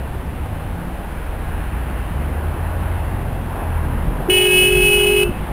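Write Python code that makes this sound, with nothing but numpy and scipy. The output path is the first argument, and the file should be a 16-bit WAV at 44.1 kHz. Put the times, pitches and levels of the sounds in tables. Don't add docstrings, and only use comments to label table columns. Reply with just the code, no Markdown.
import sys
import numpy as np
from scipy import signal
from scipy.io import wavfile
from scipy.ndimage import uniform_filter1d

SR = 44100
rng = np.random.default_rng(int(sys.argv[2]) if len(sys.argv) > 2 else 0)


def log_audio(samples):
    frames = np.atleast_2d(samples).T
    limited = np.clip(frames, -1, 1)
    pcm = np.round(limited * 32767).astype(np.int16)
    wavfile.write(sys.argv[1], SR, pcm)


def invert_db(x):
    u = np.asarray(x, float) / 20
    return 10 ** u


N = 243431

# (frequency [Hz], level [dB per Hz])
ROAD_COLOUR = [(8.8, -42), (15, -23), (48, -2.5), (71, -9), (123, -8.5), (336, -16), (489, -18.5),
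               (808, -18), (1300, -25.5), (1550, -24.5), (2200, -31.5), (2690, -32), (6000, -55),
               (7800, -95), (13200, -120)]
# (rumble [dB/s], roar [dB/s], hiss [dB/s])
QUEUE_GROWTH = (0.61, 0.55, 0.3)
# (time [s], level [dB], length [s], centre [Hz])
TYRE_SURGES = [(0.122, 1.5, 0.33, 150), (1.555, 2, 0.62, 2080), (2.2, 1.5, 0.94, 1670),
               (2.15, 3, 0.22, 199), (2.74, 3, 0.47, 840), (2.903, 1.5, 0.19, 2500), (3.3, 2, 0.2, 200),
               (3.57, 4.5, .12, 700), (3.8, 3.5, 0.37, 1274), (3.98, 4, 0.26, 200), (4.199, 3, 0.12, 705),
               (4.598, 4, 0.1, 180), (4.84, 2, .1, 150), (5.292, 7.5, 0.053, 149.9), (5.379, 2, .12, 2002)]
SURGE_OCTAVES, SURGE_LEAD = 1, 0.69

# (time [s], firing rate [Hz], level [dB])
NEAR_ENGINE = [(0.7, 23.32, -34), (1.2, 26.28, -37), (1.4, 31.63, -31), (1.53, 37.33, -29),
               (1.81, 47.3, -32), (1.99, 49.05, -27.5), (2.36, 46.5, -29.5), (3.02, 45.43, -27.5),
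               (3.5, 42.36, -31.5), (4.0, 40.46, -24.5), (4.09, 41.9, -23.5), (4.4, 43.63, -38),
               (4.78, 46.3, -23.5), (4.9, 48.2, -38), (5.06, 48.76, -27), (5.7, 54.7, -30.5)]
AHEAD_ENGINE = [(0.0, 40.4, -42), (0.54, 44.27, -30), (1.0, 45.7, -34.5), (1.3, 45.6, -28),
                (1.41, 48.55, -31), (1.77, 60.1, -24.5), (2.1, 68.7, -28.5), (2.18, 70.16, -22),
                (2.51, 79.7, -24.5), (2.8, 86.96, -23.5), (3.2, 88.46, -25.5), (3.45, 85.3, -28.5),
                (3.6, 82.46, -33), (3.68, 83.1, -21.5), (3.95, 75.6, -23.5), (4.2, 75.5, -34)]
FAR_ENGINE = [(0.6, 53.64, -35), (1.02, 61.26, -31.5), (1.35, 74.4, -32), (1.49, 78.9, -27),
              (1.8, 88.4, -35.5), (2.16, 92.4, -33), (2.32, 92.6, -39), (2.45, 86.2, -29), (2.7, 86, -32)]
BESIDE_ENGINE = [(2.6, 62.7, -31), (2.95, 69.06, -31), (3.054, 72.5, -24), (3.2, 75, -33),
                 (3.42, 74.5, -27)]
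# (time [s], firing rate [Hz], level [dB])
IDLE_ENGINE = [(0, 98.6, -52), (.2, 97.2, -38), (.5, 101.2, -29), (.75, 100.7, -39), (.9, 100, -46)]
LATE_ENGINE = [(2.8, 123.3, -37), (3, 121.5, -38), (3.2, 118.6, -31.5), (3.4, 114.2, -35.5),
               (3.6, 111.5, -48)]
# (time [s], firing rate [Hz], level [dB], drone level [dB])
VAN_ENGINE = [(0.0, 66.3, -21, -43), (0.2, 64.95, -26.5, -38), (0.382, 70.03, -27, -41.5),
              (0.842, 88.1, -36.5, -34.5), (1.1, 93, -42, -44)]

# (time [s], level [dB], length [s])
WIND_GUSTS = [(1.18, -39, .12), (1.516, -29, .07), (2.72, -31, .07), (3.079, -34, 0.11), (3.499, -34, .07),
              (3.8, -34, .15), (4.085, -27, 0.065), (4.36, -30, .07), (4.81, -25.5, .07), (5.281, -30, .1),
              (5.52, -31, 0.099)]
CALM_DB = -49

# (time [s], level [dB], swing rate [Hz])
FRAME_BUMPS = [
    (4.06, -20, 55),
    (4.088, -17, 60),
    (5.294, -12, 130),
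    (5.314, -13, 60),
]

# (time [s], level [dB])
LOW_SWING = [(4.31, -19), (4.59, -18.5), (4.66, -20.5), (4.79, -16), (4.85, -22), (4.95, -22.5),
             (5.02, -20.5), (5.17, -20.5), (5.22, -18.5)]
HIGH_SWING = [(4.31, -21), (4.38, -26.5), (4.46, -20.5), (4.59, -28), (4.72, -21), (4.8, -23.5),
              (4.87, -21.5), (5.15, -17.5), (5.22, -20)]
# (time [s], pitch [Hz])
LOW_PITCH = [(4.31, 368.5), (4.5, 367.5), (4.72, 368.45), (4.96, 366.8), (5.22, 367.25)]
# (multiple [-], level at the start [dB], level
# at the end [dB])
LOW_ECHOING = [(6, -37.5, -48), (7, -20, -24), (8, -19.5, -18.5), (9, -41.5, -44.5)]
HIGH_ECHOING = [(4, -42.5, -51), (5, -49.5, -47.5), (6, -34, -33), (7, -40, -31)]
# (multiple [-], level at the start [dB], level at the end
# [dB])
LOW_WAVERING = [(4, -50, -45), (5, -37, -57), (10, -57, -59), (11, -55, -48), (12, -58, -58), (13, -56, -56),
                (14, -51, -54), (15, -59, -59), (16, -59, -59)]
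HIGH_WAVERING = [(2, -45, -37), (3, -51, -52), (8, -45, -42), (9, -54, -56)]
# (multiple of low [-], steps of the beat [-], level [dB])
BEAT_TONES = [(6, 1, -51), (7, -1, -40), (7, 1, -34), (7, 2, -45), (8, -1, -42), (8, 1, -38), (8, 2, -47),
              (11, 1, -59), (11, 5, -59), (9, 1, -54)]
# (frequency [Hz], level [dB], decay by 60 dB [s])
DISC_RINGS = [(2600, -46, .4), (2645, -38.5, .3), (3025, -38.5, .3), (3079, -46, .25), (2890, -46, .25),
              (3600, -52, .012), (4080, -52, .01)]
MIRROR_PATHS = [(0.138, 7.961, -0.256, -0.145), (1.109, 0.615, 0.032, -0.005), (0.43, 4.538, -0.719, 0.381),
                (0.429, 1.759, 0.447, -0.558), (0.248, 4.971, -1.116, 0.647),
                (0.202, 6.964, -0.019, -0.436)]
PRESS_S, STRIKE_S, RELEASE_S = 4.28, 4.2963, 5.236
LOW_HZ, HIGH_TO_LOW = 367.7, 1.1196
SOUND_M_PER_S = 343


def evened(x):
    return x / np.sqrt(np.mean(x ** 2) + 1e-20)


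def curves(rows):
    s, *columns = np.transpose(rows)
    return [np.interp(np.arange(N) / SR, s, column) for column in columns]


def drift(hz):
    step = np.arange(N) * 2 * hz / SR
    points = int(step[-1]) + 2
    return np.interp(step, np.arange(points), rng.standard_normal(points))


def band(x, low_hz, high_hz):
    return signal.sosfilt(signal.butter(2, [low_hz, high_hz], "band", fs=SR, output="sos"), x)


def tone(db, turns):
    return np.sqrt(2) * invert_db(db) * np.sin(turns + 2 * np.pi * rng.random())


def traffic():
    frames, hz = N // 256 + 5, np.fft.rfftfreq(1024, 1 / SR)
    a, b, patches = rng.standard_normal((frames, 513, 3)).T
    patches = evened(uniform_filter1d(uniform_filter1d(patches, 8, 0), 24, 1))
    t = (np.arange(frames) - 2) * 256 / SR
    swell = np.outer(QUEUE_GROWTH, t - t.mean())
    surges = 0
    for s, db, length, centre_hz in TYRE_SURGES:
        in_pitch = np.exp(-(np.log2((hz + 1) / centre_hz) / SURGE_OCTAVES) ** 2)
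        in_time = np.exp(-((t - s) / np.where(t < s, SURGE_LEAD * length, length)) ** 2)
        surges = surges + db * np.outer(in_pitch, in_time)
    place = np.interp(np.log(hz + 1), np.log([200, 800, 2000]), [0, 1, 2])
    share = np.clip(1 - abs(place[:, None] - np.arange(3)), 0, 1)
    road_hz, road_db = np.transpose(ROAD_COLOUR)
    colour = np.interp(np.log(hz + 1), np.log(road_hz + 1), road_db, right=-100)
    level_db = colour[:, None] + share @ swell + surges + 0.79 * patches
    roar = signal.istft((a + 1j * b) * invert_db(level_db), nperseg=1024, noverlap=768)[1][:N]
    return invert_db(-26.5) * evened(roar)


def engine(rows, orders, rough):
    hz, db = curves(rows)
    t = np.arange(N) / SR
    inside = np.minimum(t - rows[0][0] + 0.047, rows[-1][0] + 0.034 - t)
    heard = np.clip(inside / 0.16, 0, 1)
    turns = 2 * np.pi * np.cumsum(hz * (1 + .004 * drift(6))) / SR
    exhaust = sum(tone(order_db + 2.1 * drift(4) * (k != 1), k * turns) for k, order_db in orders)
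    return invert_db(db) * heard * exhaust * (1 + rough * drift(14))


def engines():
    near = engine(NEAR_ENGINE, [(1, 0), (2, -20), (3, -8.5), (4, -20)], rough=.12)
    ahead = engine(AHEAD_ENGINE, [(1, 0), (2, -26)], rough=.1)
    _, firing_db, drone_db = curves(VAN_ENGINE)
    van = engine([row[:3] for row in VAN_ENGINE], [(1, 0), (2, drone_db - firing_db)], rough=0.29)
    far = engine(FAR_ENGINE, [(1, 0), (2, -18)], rough=.12)
    faint = sum(engine(rows, [(0.98, 0)], rough=0.068) for rows in (BESIDE_ENGINE, IDLE_ENGINE, LATE_ENGINE))
    return near + ahead + van + far + faint


def wind():
    t = np.arange(N) / SR
    gusts = sum(invert_db(db) * np.exp(-((t - s) / length) ** 2) for s, db, length in WIND_GUSTS)
    pressure = evened(band(band(rng.standard_normal(N), 18.5, 55), 11.5, 60))
    return (invert_db(CALM_DB) + gusts) * invert_db(-3.0) * pressure


def bumps():
    t, out = np.arange(N) / SR, np.zeros(N)
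    for s, db, hz in FRAME_BUMPS:
        out += invert_db(db) * np.exp(-((t - s) * hz / 0.27) ** 2) * np.sin(2 * np.pi * hz * (t - s))
    return out


def crack():
    after = np.arange(N) / SR - STRIKE_S
    burst = evened(band(rng.standard_normal(N), 1200, 5500))
    return invert_db(-36) * (after > 0) * np.exp(-abs(after) / 0.0072) * burst


def discs(striking):
    t = np.arange(SR // 2) / SR
    rings = sum(invert_db(db - 60 * t / t60) * np.sin(2 * np.pi * hz * t) / np.sqrt(t60 * SR / 30)
                for hz, db, t60 in DISC_RINGS)
    last_blows = 1 + 1.8 * np.exp(-((np.arange(N) / SR - RELEASE_S) / .015) ** 2)
    return signal.fftconvolve(striking * last_blows * rng.standard_normal(N), rings)[:N]


def mirrored(hz):
    done = np.linspace(0, 1, 200)
    paths = 1
    for strength, detour, growth, bend in MIRROR_PATHS:
        extra_m = detour + growth * done + bend * done ** 2
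        paths = paths + strength * np.exp(2j * np.pi * hz * extra_m / SOUND_M_PER_S)
    level_db = 10 * np.log10(abs(paths) ** 2 + .06)
    return np.interp(np.arange(N) / SR, STRIKE_S + done * (RELEASE_S - STRIKE_S), level_db)


def horn(rows, tuning, echoing, wavering, sag, ring_s, knock, lead=0, lag_s=0):
    t = np.arange(N) / SR
    swing_db, = curves(rows)
    after = np.maximum(t - RELEASE_S, 0)
    free = np.clip((STRIKE_S - t) / 0.0203, 0, 1) + 1 - np.exp(-after / 0.026)
    hz = curves(LOW_PITCH)[0] * tuning * (1 - sag * free + .0014 * drift(30))
    turns = 2 * np.pi * np.cumsum(hz) / SR
    turns = lead + turns - turns[round(STRIKE_S * SR)]
    rise = np.clip((t - PRESS_S - lag_s) / .009, 0, 1) ** 2 * (1 + .9 * (t < STRIKE_S))
    swing = np.sqrt(2) * invert_db(swing_db - 60 * after / ring_s) * rise * np.sin(turns)
    buzz = 0
    for k, *db in echoing:
        level_db = np.interp(t, [STRIKE_S, RELEASE_S], db) + mirrored(k * tuning * LOW_HZ)
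        buzz = buzz + tone(level_db, k * turns)
    for k, *db in wavering:
        level_db = np.interp(t, [STRIKE_S, RELEASE_S], db) + 3.2 * drift(5)
        buzz = buzz + tone(level_db, k * turns)
    overshoot = 1 + knock * np.exp(-np.maximum(t - STRIKE_S, 0) / 0.014)
    bite = np.clip((t - STRIKE_S) / .004, 0, 1)
    striking = bite * overshoot * invert_db(-60 * after / .025)
    return turns, swing, buzz, striking


def horns():
    low, low_swing, low_buzz, striking = horn(
        LOW_SWING, 1, LOW_ECHOING, LOW_WAVERING, sag=.06, ring_s=.33, knock=.3)
    high, high_swing, high_buzz, _ = horn(
        HIGH_SWING, HIGH_TO_LOW, HIGH_ECHOING, HIGH_WAVERING,
        sag=.015, ring_s=0.16, knock=0.27, lead=-2.3, lag_s=.012)
    beat = high - low
    mixed = sum(tone(db + 5.0 * drift(7), k * low + steps * beat) for k, steps, db in BEAT_TONES)
    buzz = (low_buzz * (1 + 0.17 * drift(35)) + high_buzz + mixed) * striking
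    direct = low_swing + high_swing + buzz + discs(striking) + crack()
    t = np.arange(SR // 2) / SR
    echoes = rng.standard_normal(len(t)) * invert_db(-60 * t / .6) * (t > .02)
    echoes = echoes / np.linalg.norm(echoes)
    return direct + invert_db(-21) * signal.fftconvolve(direct, echoes)[:N]


def scene():
    return np.tile(traffic() + engines() + wind() + bumps() + horns(), (2, 1))


def patchy_noise(share):
    frames = N // 1024 + 3
    blocks = rng.random((frames, 33)) < share
    blocks = np.repeat(blocks, 32, axis=1)[:, :1025]
    blocks = np.repeat(blocks, 2, axis=0)[:frames]
    a, b = rng.standard_normal((frames, 1025, 2)).T
    return evened(signal.istft((a + 1j * b) * blocks.T, nperseg=2048, noverlap=1024)[1][:N])


def low_pass(x):
    return signal.sosfilt(signal.butter(12, 16180, fs=SR, output="sos"), x)


def record(dry):
    slow = signal.resample_poly(dry[0], 40, 147)
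    held = signal.resample_poly(np.repeat(slow, 4), 147, 160)[:N]
    held = np.pad(held, (0, N - len(held)))
    slope = np.sqrt(abs(uniform_filter1d(np.diff(held, prepend=0) ** 2, 700)))
    grit = invert_db(-16) * np.maximum(slope - .006, 0) * band(rng.standard_normal(N), 1500, 10500)
    hiss = invert_db(-63.5) * band(rng.standard_normal(N), 4000, 10300)
    hiss = hiss + invert_db(-68) * band(patchy_noise(.3), 11000, 15500)
    loud = invert_db(-25.0) * np.maximum(slope - .012, 0) * patchy_noise(.45)
    floor = invert_db(-56.5) * band(rng.standard_normal(N), 5000, 6800)
    both = held + grit + floor + np.outer([1, -1], hiss + loud)
    edge = signal.firwin(401, 15850, fs=SR)[None]
    mix = signal.oaconvolve(both, edge, "same")
    return low_pass(mix)


dry = scene()
out = record(dry)
log_audio(out)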